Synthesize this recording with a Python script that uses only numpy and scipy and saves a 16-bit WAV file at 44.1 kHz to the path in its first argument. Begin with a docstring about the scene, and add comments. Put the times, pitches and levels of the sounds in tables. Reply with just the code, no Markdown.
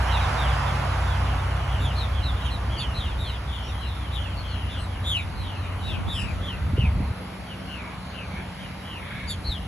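"""Purple martins around their colony house, near and far, throw down-slurred, buzzy "chew" calls,
each a sliding whistle with a fast trill. Near birds are fairly dry; far ones carry the yard's echo.
A car passes about nine metres off on the right and recedes, a heavy engine drones over a farther
road, and leaves hiss softly. Gusts thump on the hand-held stereo microphone, hardest near seven seconds."""
import sys
import numpy as np
from scipy import signal
from scipy.fft import rfft, irfft, next_fast_len
from scipy.io import wavfile
from scipy.ndimage import uniform_filter1d, map_coordinates

SR = 44100
rng = np.random.default_rng(int(sys.argv[2]) if len(sys.argv) > 2 else 0)


def unload_wav(signal):
    """Save mono or channel-first audio to the path in sys.argv[1] as 16-bit WAV at rate SR, clipped to [-1, 1]."""
    wavfile.write(
        sys.argv[1],
        SR,
        np.round(np.clip(np.atleast_2d(signal).T, -1, 1) * 32767).astype(np.int16),
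    )


N = 426447

# Tyre roar from the road. Each row: frequency in Hz, relative level in dB.
TYRE_SPECTRUM = [(180, -11), (300, -19), (420, -13.5), (560, -5.5), (740, -0.5), (950, -0.5), (1120, -1.5),
                 (1480, -4), (2080, -11), (2800, -17.5), (3600, -26), (6000, -65)]
# Wind buffeting the microphone. Each row: frequency in Hz, relative level in dB.
BUFFET_SPECTRUM = [(24, -35), (40, -5), (70, 6.5), (120, -3.5), (200, -10.5), (320, -28), (700, -29),
                   (2000, -76)]
# The colour of a martin's overtones. Each row: frequency in Hz, gain in dB.
BEAK_RESPONSE = [(2600, 3), (3600, -16), (5200, 1.5), (6200, -1), (7400, 0), (8500, 1), (10700, -4),
                 (13000, -8)]


def amp(db):
    """Decibels to gain."""
    return 10 ** (np.asarray(db) / 20)


def unit(x):
    """Scale to rms 1."""
    return x / np.sqrt(np.mean(x ** 2) + 1e-20)


def along(points, hz):
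    """Interpolate (Hz, value) points on a log frequency axis."""
    f, v = np.transpose(points)
    return np.interp(np.log(hz + 1), np.log(f + 1), v)


def curves(rows):
    """One value per sample for each column after the time."""
    s, *cols = np.transpose(rows)
    return [np.interp(np.arange(N) / SR, s, c) for c in cols]


def wobble(rate, size=N):
    """A smooth random curve, rate knots a second."""
    knots = rng.standard_normal(int(size * rate / SR) + 4)
    return map_coordinates(knots, [np.arange(size) * rate / SR])


def cycles(hz):
    """Running phase of a moving frequency, in radians."""
    return 2 * np.pi * (np.cumsum(hz) / SR + rng.random())


def filtered(x, response):
    """Filter x by a gain given as a function of frequency."""
    m = next_fast_len(N + SR // 4)
    return irfft(rfft(x, m) * response(np.fft.rfftfreq(m, 1 / SR)), m)[..., :N]


def add(track, s, sound):
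    """Mix a sound into a track at time s."""
    start = int(np.clip(s * SR, 0, N - 1))
    track[..., start:start + sound.shape[-1]] += sound[..., :N - start]


def swell(u, attack, release):
    """Rounded start and end over the progress u of a call."""
    onset = np.sin(np.pi / 2 * np.clip(u / attack, 0, 1))
    return onset * np.sin(np.pi / 2 * np.clip((1 - u) / release, 0, 1))


def held(s, hold_s, db, rise_db_per_s, fall_db_per_s):
    """Gain that rises to db at time s, holds and dies away."""
    t = np.arange(N) / SR - s
    return amp(db - rise_db_per_s * np.maximum(-t, 0) - fall_db_per_s * np.maximum(t - hold_s, 0))


def rush(spectrum, patchy_db):
    """Stereo noise of rms 1 with patches of random gain, near mono in the bass."""
    # How alike the two channels are. Each row: frequency in Hz, left-right correlation.
    likeness = [(60, 1), (130, 0.98), (270, 0.85), (580, 0.39), (1240, 0.43), (2640, 0.53), (5600, 0.36),
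                (11000, -0.17)]
    bins = signal.stft(rng.standard_normal((2, N)), nperseg=512)[2]
    patches = uniform_filter1d(rng.standard_normal(bins.shape[1:]), size=4, axis=0)
    patches = uniform_filter1d(patches, size=22, axis=1)
    pair = signal.istft(bins * amp(patchy_db * unit(patches)), nperseg=512)[1][:, :N]

    def mid_side_gains(hz):
        turn = np.arccos(np.clip(along(likeness, hz), -1, 1)) / 2
        band = (hz < 2 * spectrum[-1][0]) * np.minimum(hz / spectrum[0][0], 1) ** 4
        return band * amp(along(spectrum, hz)) * np.array([np.cos(turn), np.sin(turn)])

    mid, side = filtered(pair, mid_side_gains)
    return unit(np.array([mid + side, mid - side]))


def drone(hz, db, waver_db=1.5, spread_rad=.031):
    """One slightly unsteady hum line, reaching the two microphone ports a little apart."""
    apart = spread_rad * wobble(2.1) * np.array([[1], [-1]])
    level = amp(db + waver_db * wobble(4))
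    return np.sqrt(2) * level * np.sin(cycles(hz + .27 * wobble(3.02)) + apart)


def leaves(level_db=-46.5):
    """Leaves hiss softly in the breeze."""
    # Leaf hiss. Each row: frequency in Hz, relative level in dB.
    hiss_spectrum = [(900, -21), (2000, 12.5), (3000, 6), (4200, 4), (4900, -3), (6200, -3), (8000, -9.5),
                     (10700, -4), (12500, -15.5)]
    return amp(level_db) * rush(hiss_spectrum, patchy_db=2)


def far_road():
    """Rumble and tyre roar of traffic on a farther road."""
    # Traffic levels. Each row: time in seconds, then deep rumble, upper rumble and tyre roar in dB.
    levels = [(0, -30, -39, -46), (1.5, -33, -38, -38.5), (2.6, -28, -40.5, -41.5),
              (3.5, -35.5, -41.5, -43), (6.2, -32, -40, -39.5), (7.1, -43, -40.5, -42),
              (8, -43, -40, -41.5), (9.67, -42.5, -42, -43.5)]
    # The two bands of rumble. Each row: frequency in Hz, relative level in dB.
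    deep_spectrum = [(15, -50), (28, -30), (40, -6.5), (52, -1), (80, 0), (110, -5.5), (150, -15),
                     (260, -31.5)]
    upper_spectrum = [(70, -14), (130, 0), (180, -1.5), (260, -5), (380, -12), (600, -11), (1200, -50)]
    deep_db, upper_db, roar_db = curves(levels)
    deep = amp(deep_db) * rush(deep_spectrum, patchy_db=1.5)
    upper = amp(upper_db) * rush(upper_spectrum, patchy_db=1.5)
    return deep + upper + amp(roar_db) * rush(TYRE_SPECTRUM, patchy_db=1.75)


def machine(hz=185):
    """A faint machine hum that comes through late."""
    # The hum's rise. Each row: time in seconds, level in dB.
    levels = [(5.6, -53), (6.3, -45.5)]
    return drone(hz, *curves(levels))


def heavy_engine(low_hz=60.94, high_hz=91.8, rise_hz_per_s=.45):
    """A heavy engine in the background hums on two lines, the low one creeping up in pitch."""
    # The engine's two lines. Each row: time in seconds, low hum in dB, high hum in dB.
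    levels = [(0, -25, -33), (1.7, -29, -28.5), (3.2, -30.5, -43), (4.4, -32.5, -33.5), (5.6, -39.5, -33),
              (6.6, -52, -38), (7.3, -44, -48.5), (9.67, -52, -45.5)]
    low_db, high_db = curves(levels)
    return drone(low_hz + rise_hz_per_s * np.arange(N) / SR, low_db) + drone(high_hz, high_db)


def car(nearest_s=.353, nearest_m=9.45, speed_m_per_s=14, grass_db_per_m=.04):
    """A car passes on the right, fading with distance over the grass, its exhaust note dropping."""
    # Tyre hiss. Each row: frequency in Hz, relative level in dB.
    hiss_spectrum = [(900, -17), (2000, 9), (3200, 5), (4900, -0.5), (6200, 0), (8000, -6), (10700, -9),
                     (12500, -19)]
    roar_db, hiss_db, pan_db = -27.5, -39.5, -4.5
    exhaust_hz, sag_hz_per_s = 137.5, 3
    t = np.arange(N) / SR
    past_m = speed_m_per_s * (t - nearest_s)
    range_m = np.hypot(nearest_m, past_m)
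    leaving = past_m / range_m
    gain = nearest_m / range_m * amp(-grass_db_per_m * (range_m - nearest_m))
    doppler = 1 / (1 + leaving * speed_m_per_s / 343)
    facing = (1 + leaving) / 2  # the exhaust points backwards, so it opens up once the car is past
    exhaust = facing * drone(doppler * (exhaust_hz - sag_hz_per_s * t), db=-30)
    roar = amp([[roar_db + pan_db / 2], [roar_db - pan_db / 2]]) * rush(TYRE_SPECTRUM, patchy_db=1)
    hiss = amp(hiss_db) * rush(hiss_spectrum, patchy_db=2)
    return gain * (exhaust + roar + hiss)


def crosswind(edge_hz=80, breeze_db=-55):
    """One slow side gust, over a light breeze, pushes the two microphone ports in opposite directions."""
    buffet = rush(BUFFET_SPECTRUM, patchy_db=5)[0]
    # the largest eddies cover both ports, so the deep bass drops out
    eddies = filtered(buffet, lambda hz: hz ** 2 / (hz ** 2 + edge_hz ** 2))
    gust = held(s=5.9, hold_s=.13, db=-31, rise_db_per_s=28, fall_db_per_s=28)
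    return (amp(breeze_db) + gust) * unit(eddies) * np.array([[1], [-1]])


def gusts():
    """Gusts buffet the microphone, and their biggest eddies land as single thumps."""
    # Single eddies. Each row: moment of the peak in seconds, pitch in Hz, peak level in dB.
    eddies = [(6.736, 228, -18), (6.742, 85, -13.5), (6.782, 383, -18), (6.794, 110, -13),
              (6.842, 176, -16), (7.005, 217, -18), (7.112, 94, -17.5), (8.343, 177, -24),
              (9.496, 55.6, -21)]
    # Gusts. Each row: moment of full strength in seconds, hold in seconds, level in dB.
    blasts = [(6.656, .24, -23), (6.964, 0.058, -20), (8.196, .36, -40.5), (9.24, 0.41, -34)]
    thumps = np.zeros(N)
    for s, hz, db in eddies:
        turns = np.arange(-2 * SR / hz, 2 * SR / hz) * hz / SR
        add(thumps, s - 2 / hz, amp(db) * np.cos(2 * np.pi * turns) * np.exp(-2 * turns ** 2))
    strength = np.max([held(*blast, rise_db_per_s=190, fall_db_per_s=198) for blast in blasts], axis=0)
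    return thumps + strength * rush(BUFFET_SPECTRUM, patchy_db=0)


def yard(x):
    """Buildings and trees scatter a short tail back to the microphone."""
    # The yard's decay. Each row: frequency in Hz, time to fall 60 dB in seconds.
    decay_times = [(500, 0.8), (3000, 0.2), (10000, 0.16)]
    hz, t, bins = signal.stft(rng.standard_normal((2, SR // 2)), SR, nperseg=256)
    tail = signal.istft(bins * amp(-60 * t / along(decay_times, hz)[:, None]), SR, nperseg=256)[1]
    return signal.fftconvolve(x, tail / np.linalg.norm(tail[0]), axes=1)[:, :N]


def bounced(voice, strength=.16, count=5):
    """The house and the ground throw back weak copies within milliseconds."""
    heard = np.zeros((2, voice.shape[1] + SR // 40))
    add(heard, 0, voice)
    for delay_s in rng.uniform(.002, .02, count):
        add(heard, delay_s, strength * voice)
    return heard


def rasps(rough_db=1.5):
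    """Bouts of hoarse, toneless chatter in the distance."""
    # The bouts. Each row: start in seconds, length in seconds, level in dB.
    bouts = [(7.74, 0.27, -43.5), (8.284, 0.19, -41), (8.52, 0.23, -47), (8.957, 0.41, -37.5)]
    # Their hoarse colour. Each row: frequency in Hz, relative level in dB.
    rasp_spectrum = [(1200, -29), (1650, 9.5), (1950, 0.5), (2220, 12), (2450, 3), (2800, -12),
                     (3500, -1.5), (4300, -16), (5200, -44), (9000, -54)]
    level = np.zeros(N)
    for s, length, db in bouts:
        add(level, s, amp(db) * np.sin(np.linspace(0, np.pi, int(length * SR))))
    return level * amp(rough_db * wobble(70)) * rush(rasp_spectrum, patchy_db=2)


def whistles(waver=.011):
    """Thin, high notes far off glide evenly from one pitch to another."""
    # The notes. Each row: start and length in seconds, first and last pitch in Hz, peak level in dB.
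    notes = [(3.619, .11, 5530, 5780, -48), (4.764, 0.092, 8450, 8000, -47.5)]
    track = np.zeros(N)
    for s, length, start_hz, end_hz, db in notes:
        u = np.linspace(0, 1, int(length * SR))
        hz = (start_hz + (end_hz - start_hz) * u) * (1 + waver * wobble(154, len(u)))
        add(track, s, amp(db) * swell(u, attack=.4, release=.4) * np.sin(cycles(hz)))
    return track


def syrinx(pitch, depth_hz, rough):
    """Stereo phase and level flutter of a bird's voice trilled about 140 times a second."""
    size = len(pitch)
    trill = cycles(rng.uniform(125, 155) * (1 + .07 * wobble(50, size)))
    phase = cycles(pitch + depth_hz * (np.sin(trill) + .2 * wobble(350, size)))
    flutter = amp(rough * (4 * np.cos(trill + 1) + 2.5 * wobble(110, size)))
    lead_s = rng.normal(2.5e-5, 1e-5)  # the sound reaches one microphone port before the other
    return phase + np.pi * pitch * lead_s * np.array([[1], [-1]]), flutter


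def scratch(length, hz, droop=.0664):
    """A forced call, nearly level in pitch, with a rough stack of overtones."""
    u = np.linspace(0, 1, int(length * SR))
    pitch = hz * (1 - droop * (2 * u - .8) ** 2 + .018 * wobble(700, len(u)))
    phase, flutter = syrinx(pitch, depth_hz=90, rough=1)
    stack = sum(amp(along(BEAK_RESPONSE, k * hz)) * np.sin(k * phase) for k in range(1, 5))
    return unit(stack * flutter * swell(u, attack=.14, release=.13))


def chew(length, top_hz, end_hz, overtone_db, burr=1, scoop=.0902, fade_db=3):
    """One martin call: the pitch arches, slides down and trails off, growing rougher as it falls."""
    # Low calls burr deeply, high ones are purer. Each row: top pitch in Hz, usual pitch swing in Hz.
    burr_depths = [(3500, 172), (4300, 145)]
    tail_share, tail_db, tail_slope = .33, -13.5, .6  # a faint tail slides on after the call
    u = np.arange(int((1 + tail_share) * length * SR)) / (length * SR)
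    crest = np.interp(length, [.06, .16], [.2, .28])
    before_crest = np.clip(1 - u / crest, 0, 1)
    after_crest = np.clip((u - crest) / (1 - crest), 0, 1)
    dip = scoop * min(length / .16, 1) * before_crest ** 2  # short calls skip most of the opening rise
    slide = (np.sin(1.3 * after_crest) / np.sin(1.3)) ** 1.7
    trail = tail_slope * np.maximum(u - 1, 0)
    pitch = top_hz * (1 - dip) - (top_hz - end_hz) * (slide + trail)
    depth_hz = burr * along(burr_depths, top_hz) * rng.uniform(.85, 1.25)
    phase, flutter = syrinx(pitch, depth_hz, rough=.5 + .45 * np.minimum(u, 1))
    body = swell(u, attack=.42, release=.34)
    tail = amp(tail_db) * swell(u / (1 + tail_share), attack=.7, release=.25)
    loudness = unit((body + tail) * flutter * amp(-fade_db * u)) / np.sqrt(1 + tail_share)
    second = amp(along(BEAK_RESPONSE, 2 * pitch)) * np.sin(2 * phase)
    third = amp(along(BEAK_RESPONSE, 3 * pitch) + 1) * np.sin(3 * phase)
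    overtones = amp(overtone_db) * np.abs(1 - slide) ** 1.5 * (second + third)  # fade down the slide
    return np.sqrt(2) * loudness * (np.sin(phase) + overtones)


def far_flock(count=110, pitch_hz=3450, trim_db=-5):
    """Farther martins make the same call at random moments and blur into chatter."""
    # The flock's swell and fade. Each row: time in seconds, relative call level in dB.
    levels = [(0, -58), (2, -47), (3.3, -47), (5, -46.5), (6.6, -58), (9.6, -69)]
    track = np.zeros((2, N))
    starts = rng.uniform(0, N / SR, count)
    for s, (long, high, loud, side) in zip(starts, rng.standard_normal((count, 4))):
        top_hz = pitch_hz * np.exp(.1 * high)
        db = np.interp(s, *np.transpose(levels)) + trim_db + 2 * loud
        call = chew(.13 * np.exp(.2 * long), top_hz, .8 * top_hz, overtone_db=-17, burr=.73)
        add(track, s, amp([[db + side], [db - side]]) * call)
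    return track


def near_martins(usual_hz=3500, usual_db=-42, slide_per_s=2.3, fall_per_db=.036):
    """The birds around the house; high calls linger on the crest, and louder ones fall further."""
    # The "chew" calls. Each row: start and length in seconds, top pitch in Hz,
    # then level, relative overtone level and left over right in dB.
    chews = [ (.053, .16, 3130, -40.5, -20, -6), (0.103, .11, 4000, -38.5, -25, 2),
             (.19, .09, 3930, -43, -24, 2), (.36, .14, 3750, -39, -28, 0), (.46, .1, 3620, -43.5, -25, 1),
             (0.656, 0.067, 3620, -45, -21, 2), (1.052, .14, 3640, -47, -20, -2),
             (1.66, 0.18, 3300, -46, -23, 0), (1.787, 0.16, 3670, -40, -17, -1),
             (1.948, 0.12, 4280, -39.5, -20, 4), (2.109, .17, 3350, -46.5, -27, -7),
             (2.222, 0.1, 4130, -37, -24, 0), (2.441, 0.067, 3295, -40, -12.5, -5),
             (2.498, 0.078, 4150, -43, -15, 0), (2.687, .17, 3290, -41.5, -21, 1),
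             (2.769, .063, 4600, -41, -20, 0), (2.794, 0.068, 3590, -35.5, -21, -4),
             (2.935, 0.13, 4140, -38.5, -24, 2), (2.974, 0.13, 3390, -45, -23, 0),
             (3.172, 0.15, 3820, -42, -20, 0), (3.223, 0.17, 4190, -45.5, -18, 1),
             (3.499, .15, 3620, -47, -26, 4), (3.611, .11, 3350, -47, -25, -1),
             (3.796, .09, 3200, -49, -27, 7), (4.114, .1, 3800, -41.5, -19, 5),
             (4.178, .12, 3200, -45.5, -19, -8), (4.358, 0.068, 4450, -48, -25, 7),
             (4.38, 0.23, 3300, -47.5, -23, 4), (4.47, 0.095, 4400, -49.5, -16, -2),
             (4.677, 0.16, 3600, -44, -26, 1), (4.782, .09, 4200, -52, -20, 2),
             (5.037, .18, 3610, -30.5, -14.5, .5), (5.156, 0.086, 3980, -44.5, -16, 1),
             (5.399, 0.21, 3270, -47, -27, 1), (5.822, .16, 3870, -40, -26, 2),
             (5.849, .17, 2800, -45.5, -18, 6), (6.064, .17, 3674, -35.5, -25, 0),
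             (6.149, .19, 2840, -44.5, -13, 9), (6.405, .16, 3480, -40, -23, 0),
             (6.758, .14, 2970, -37.5, -29, 0), (7.465, 0.096, 3210, -47.5, -25, 0),
             (7.661, 0.17, 3000, -44, -27, 2), (8.123, .15, 2920, -43.5, -34, 2.5),
             (8.574, 0.13, 3200, -50, -29, -3), (8.822, .2, 3200, -44.5, -33, -0.5),
             (9.267, 0.072, 4650, -42, -16, 7), (9.287, 0.065, 3710, -37.5, -7, -2),
             (9.435, 0.15, 4320, -35.5, -21, 2)]
    # Harsh, scratchy calls. Each row: start and length in seconds, pitch in Hz, level in dB.
    scratches = [(2.781, 0.062, 3530, -52), (5.15, 0.072, 3600, -56), (6.129, 0.11, 2620, -45.5),
                 (6.275, 0.09, 2460, -56), (9.27, 0.082, 3510, -50)]
    linger_above_hz, linger_s_per_hz = 3250, 4.2e-5
    track = np.zeros((2, N))
    for s, length, top_hz, db, overtone_db, pan_db in chews:
        linger_s = linger_s_per_hz * max(top_hz - linger_above_hz, 0)
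        sliding_s = max(length - linger_s, length / 3)
        full_fall = .24 * (top_hz / usual_hz) ** .695  # higher calls have more room to fall
        fall = min(slide_per_s * sliding_s, full_fall) * (1 + fall_per_db * (db - usual_db))
        call = chew(length, top_hz, top_hz * (1 - fall), overtone_db)
        add(track, s, amp([[db + pan_db / 2], [db - pan_db / 2]]) * bounced(call))
    for s, length, hz, db in scratches:
        add(track, s, amp(db) * bounced(scratch(length, hz)))
    return track


def scene(near_wet_db=-13, far_wet_db=-2):
    """From the yard: near birds fairly dry, far ones wet, with traffic and wind under them."""
    near, far = near_martins(), far_flock() + whistles()
    echo = yard(amp(near_wet_db) * near + amp(far_wet_db) * far)
    birds = near + far + echo + rasps()
    motors = car() + heavy_engine() + machine() + far_road()
    wind = leaves() + gusts() + crosswind()
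    return birds + motors + wind


def record(dry):
    """Overall tone colour of mid and side, with a deep mid hole near 9 kHz and nothing above 12.5 kHz."""
    # Tone colour of the mid and of the side signal. Each row: frequency in Hz, gain in dB.
    mid_colour = [(20, 0.5), (7900, -1.5), (8350, -11), (8800, -67), (9300, -41), (9800, -1.5), (10700, 6),
                  (11500, 6), (12400, -13)]
    side_colour = [(1300, -2), (1800, -9.5), (2900, 6), (4000, 1), (5000, 8), (6200, -12), (7500, 2),
                   (9500, 3), (10700, 7.5), (12000, -14)]
    limit_hz = 12500
    mid = filtered((dry[0] + dry[1]) / 2, lambda hz: amp(along(mid_colour, hz)) * (hz < limit_hz))
    side = filtered((dry[0] - dry[1]) / 2, lambda hz: amp(along(side_colour, hz)) * (hz < limit_hz))
    return np.array([mid + side, mid - side])


dry = scene()
out = record(dry)
unload_wav(out)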